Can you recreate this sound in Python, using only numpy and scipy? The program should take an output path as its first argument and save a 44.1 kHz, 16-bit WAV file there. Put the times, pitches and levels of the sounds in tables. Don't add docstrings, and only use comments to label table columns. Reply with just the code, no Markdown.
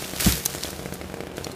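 import sys
import numpy as np
from scipy import signal
from scipy.fft import rfft, irfft, next_fast_len
from scipy.io import wavfile
from scipy.ndimage import map_coordinates

SR = 44100
rng = np.random.default_rng(int(sys.argv[2]) if len(sys.argv) > 2 else 0)


def file_out(sig):
    cols = np.atleast_2d(sig).T
    lim = np.clip(cols, -1, 1)
    pcm = np.round(lim * 32767).astype(np.int16)
    wavfile.write(sys.argv[1], SR, pcm)


N = 68355


def amp(db):
    return 10 ** (np.asarray(db) / 20)


def unit(x):
    return x / np.sqrt(np.mean(x ** 2) + 1e-20)


def colour(points):
    f, db = np.transpose(points)
    return lambda hz: amp(np.interp(np.log(hz + 1), np.log(f + 1), db))


def filtered(x, response):
    size = next_fast_len(len(x) + 8192)
    spectrum = rfft(x, size) * response(np.fft.rfftfreq(size, 1 / SR))
    return irfft(spectrum, size)[:len(x)]


def noise(response):
    return unit(filtered(rng.standard_normal(N), response))


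def band(hz, octaves):
    return lambda f: 1 / (1 + (np.log2((f + 1) / hz) / octaves) ** 2)


def wobble(rate):
    points = rng.standard_normal(int(N * rate / SR) + 4)
    return map_coordinates(points, [np.arange(N) * rate / SR])


def since(s):
    return np.maximum(np.arange(N) / SR - s, 0)


def burst(s, t60, hold=0):
    return (since(s) > 0) * amp(-60 * since(s + hold) / t60)


def ring(s, hz, t60):
    return burst(s, t60) * np.sin(2 * np.pi * hz * since(s))


def impulses(rows):
    s, db = np.transpose(rows)
    inside = (s >= 0) & (s * SR < N - 1)
    return np.bincount(np.round(s[inside] * SR).astype(int), amp(db[inside]), N)


def crackle(spectrum, rate, spread_db, grain_t60, hiss_db):
    sizes = amp(spread_db * np.minimum(rng.exponential(size=N), 4))
    hits = sizes * (rng.random(N) < rate / SR)
    power = np.abs(signal.fftconvolve(hits ** 2, burst(0, grain_t60) ** 2)[:N])
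    grains = unit(np.sqrt(power) * rng.standard_normal(N))
    hiss = amp(hiss_db) * rng.standard_normal(N)
    return unit(filtered(grains + hiss, colour(spectrum)))


def foliage():
    # (frequency [Hz], level [dB per Hz])
    bough_tone = [(150, 5.5), (500, -2), (1000, -4), (2000, 0.5), (3500, -0.5), (6000, 0.5), (10000, -2.5),
                  (13000, -0.5), (15500, -8.5)]
    # (frequency [Hz], level [dB per Hz])
    needle_tone = [(200, -21), (800, -2.5), (2000, -1), (3500, -0.5), (6000, -1), (10000, -3.5),
                   (13000, -5.5), (15500, -9)]
    # (time [s], level [dB])
    rustle = [(0, -34), (.11, -37.5), (.185, -35.5), (.39, -45), (.44, -38.5), (.53, -35.5), (.6, -38),
              (.65, -33.5), (.72, -40), (.77, -42), (.9, -45.5), (.945, -44.5), (.98, -47), (1.05, -48),
              (1.2, -50), (1.35, -56), (1.37, -43.5), (1.42, -46), (1.51, -46.5), (1.55, -54.5)]
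    meets_s, pressed_s = 0.1965, 0.28
    start_db, peak_db, fall_db_per_s = -26.5, -22, 104
    t = np.arange(N) / SR
    rise_db = np.interp(t, [meets_s, pressed_s], [start_db, peak_db])
    crash_level = (t > meets_s) * amp(rise_db - fall_db_per_s * since(pressed_s))
    crash = crash_level * crackle(bough_tone, rate=1200, spread_db=2.0, grain_t60=0.0021, hiss_db=2)
    heap_level = amp(np.interp(t, *np.transpose(rustle)))
    heap = heap_level * crackle(needle_tone, rate=1000, spread_db=6.5, grain_t60=0.0066, hiss_db=3)
    return crash + heap


def limb():
    # (time [s], level [dB])
    thumps = [(0.2639, 1), (0.3273, -19.5)]
    # (frequency [Hz], level [dB], 60 dB fade [s])
    limb_tones = [(65.4, -13, 0.22), (110.3, -12, .11), (186, -3.5, 0.066), (206, -21.5, 0.093),
                  (300, -15.5, 0.093)]
    attack_s = 0.0026
    knock_db, knock_hz, knock_t60 = -22, 734, 0.052
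    shake_db, shake_hz, shake_hold_s, shake_t60 = -31.5, 121, 0.088, 0.05
    landing = thumps[0][0]
    thud = 0
    for s, db in thumps:
        attack = 1 - np.exp(-since(s) / attack_s)
        for hz, level, t60 in limb_tones:
            thud = thud + amp(db + level) * ring(s, hz, t60) * attack
    knock = amp(knock_db) * burst(landing, knock_t60) * noise(band(knock_hz, octaves=0.61))
    shudder = burst(landing, shake_t60, shake_hold_s) * noise(band(shake_hz, octaves=0.44))
    return thud + knock + amp(shake_db) * shudder


def stick():
    # (frequency [Hz], level [dB per Hz])
    fibre_tone = [(500, -18), (3000, -9), (6500, 2.5), (9000, -3.5), (11000, -0.5), (15000, -5)]
    # (frequency [Hz], peak level before fading [dB], 60 dB fade [s])
    stick_tones = [(4060, -18, .016), (6130, -11, .011), (7780, -22.5, .012), (14700, -24, .014)]
    crack_s, tear_db, tear_hold_s, tear_t60 = 0.4591, -14.3, 0.002, 0.017
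    tear = amp(tear_db) * burst(crack_s, tear_t60, tear_hold_s) * noise(colour(fibre_tone))
    ringing = sum(amp(db) * ring(crack_s, hz, t60) for hz, db, t60 in stick_tones)
    return tear + ringing


def twigs():
    # (time [s], splintering level [dB], centre [Hz], width [octaves], 60 dB fade [s])
    snap_list = [(0.0438, -27.5, 2650, 0.43, .025), (.162, -24, 4400, 0.73, 0.014),
                 (0.196, -32, 10000, 1.2, .012), (.1995, -26, 1780, .6, 0.032),
                 (.2065, -14.5, 6400, 1.34, 0.022), (.246, -17, 5460, 0.82, 0.027),
                 (.2585, -18, 6200, 0.55, 0.019), (0.293, -21, 6500, 4.2, 0.035),
                 (0.3224, -12.5, 7700, 2.5, .011), (0.323, -26, 3940, .35, 0.073),
                 (.3808, -23.5, 10100, 0.71, 0.01), (.4533, -17.5, 10000, 1.1, 0.021),
                 (.6353, -16.5, 4800, .6, 0.0092), (.653, -29, 3720, 0.3, .016),
                 (0.657, -40, 10000, 0.88, 0.012), (0.705, -30, 9500, 0.94, 0.029),
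                 (0.9387, -28.5, 10800, 0.96, 0.033), (1.3694, -31.5, 6500, .8, 0.016),
                 (1.4448, -27.5, 6200, 0.49, 0.021), (1.517, -36.5, 7000, 0.62, 0.028)]
    # (time [s], peak level before fading [dB], frequency [Hz], 60 dB fade [s])
    pings = [(0.0416, -28, 2500, .02), (0.6535, -25, 3360, .013), (1.4448, -23.5, 4300, .019),
             (1.516, -32.5, 4160, .022)]
    click_db, click_t60 = -9, 0.0011
    snaps = 0
    for s, db, hz, octaves, t60 in snap_list:
        click_and_splinter = burst(s, t60) + amp(click_db) * burst(s, click_t60)
        snaps = snaps + amp(db) * click_and_splinter * noise(band(hz, octaves))
    return snaps + sum(amp(db) * ring(s, hz, t60) for s, db, hz, t60 in pings)


def chainsaw():
    # (time [s], level before the pop gain [dB])
    firings = [(0.0249, -17.5), (0.0915, -24.5), (0.1364, -15), (0.2239, -18), (0.3772, -21),
               (0.4621, -18.5), (0.5498, -15.5), (0.6477, -16), (0.69, -20.5), (0.7306, -19.5),
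               (0.7942, -17.5), (0.8591, -15.5), (0.9247, -17.5), (1.0139, -17), (1.0989, -22.5),
               (1.1414, -17), (1.2059, -15.5), (1.2702, -19), (1.3154, -23), (1.3815, -14.5), (1.4685, -15)]
    # (frequency [Hz], level [dB])
    pop_tone = [(40, 1), (80, 0.5), (150, 1), (250, 1), (450, 1), (700, -1.5), (1050, -16.5), (1450, -9),
                (1850, -16), (2300, -14.5), (2800, -24), (8000, -41.5), (15000, -46)]
    # (delay [s], level [dB], dull above [Hz])
    echo_list = [(.0063, -2.5, 423), (0.0301, -5, 3220)]
    # (frequency [Hz], level before wavering [dB rms])
    drone_tones = [(76, -51), (139, -49.5), (185, -47.5), (371, -51), (467, -53)]
    idle_hz, pop_db = 47.36, 2
    misfire_db, misfire_spread_db = -30.5, 2
    gas_db, gas_t60, gas_hz = -18.5, 0.024, 2130
    yard_db, yard_t60 = -9.5, 0.17
    waver_db, drift_rad = 3, 0.7

    fired = [s for s, db in firings]
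    edges = [fired[0] - 2 / idle_hz] + fired + [fired[-1] + 4 / idle_hz]
    turns = []
    for a, b in zip(edges, edges[1:]):
        turns.extend(np.linspace(a, b, max(round((b - a) * idle_hz), 1), endpoint=False))
    puffs = impulses([(s, misfire_db + misfire_spread_db * np.tanh(rng.standard_normal()))
                      for s in turns if s not in fired])
    strokes = amp(pop_db) * (impulses(firings) + puffs)

    exhaust = colour(pop_tone)
    pop_height = exhaust(np.fft.rfftfreq(N, 1 / SR)).mean()
    pops = -filtered(strokes, exhaust) / pop_height
    gas_level = signal.fftconvolve(strokes, burst(0, gas_t60))[:N]
    pops += amp(gas_db) * gas_level * noise(band(gas_hz, octaves=1.24))

    echoes = 0
    for s, db, hz in echo_list:
        echoes = echoes + amp(db) * filtered(
            pops, lambda f: np.exp(-2j * np.pi * f * s) / (1 + (f / hz) ** 2))
    tail = rng.standard_normal(N) * burst(0.00144, yard_t60)
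    yard = amp(yard_db) * signal.fftconvolve(pops, tail / np.linalg.norm(tail))[:N]

    drone = 0
    for hz, db in drone_tones:
        level = amp(db + waver_db * wobble(5.52)) * np.sqrt(2)
        phase = 2 * np.pi * (hz * since(0) + rng.random()) + drift_rad * wobble(12.46)
        drone = drone + level * np.sin(phase)
    return pops + echoes + yard + drone


def background():
    # (frequency [Hz], level [dB per Hz])
    air_tone = [(25, -34), (50, -3), (75, 4), (100, -4), (135, -7.5), (200, -5.5), (400, -4), (700, -9.5),
                (1050, -13.5), (1600, -17.5), (4000, -25.5), (15000, -57)]
    # (time [s], level [dB])
    swell = [(0, -0.5), (.45, -5), (.72, 0.5), (.85, .5), (1.3, 1), (1.55, 3.5)]
    air_db = -42
    level = amp(air_db + np.interp(since(0), *np.transpose(swell)))
    return level * noise(colour(air_tone))


def scene():
    mix = foliage() + limb() + stick() + twigs() + chainsaw() + background()
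    return mix[None]


def record(dry):
    low_cut_hz, top_hz = 51, 15250

    def passband(hz):
        treble = (1 + (hz / top_hz) ** 240) ** -0.5
        bass = (1 + (low_cut_hz / (hz + 1)) ** 10) ** -0.5
        return treble * bass

    return np.array([filtered(x, passband) for x in dry])


dry = scene()
out = record(dry)
file_out(out)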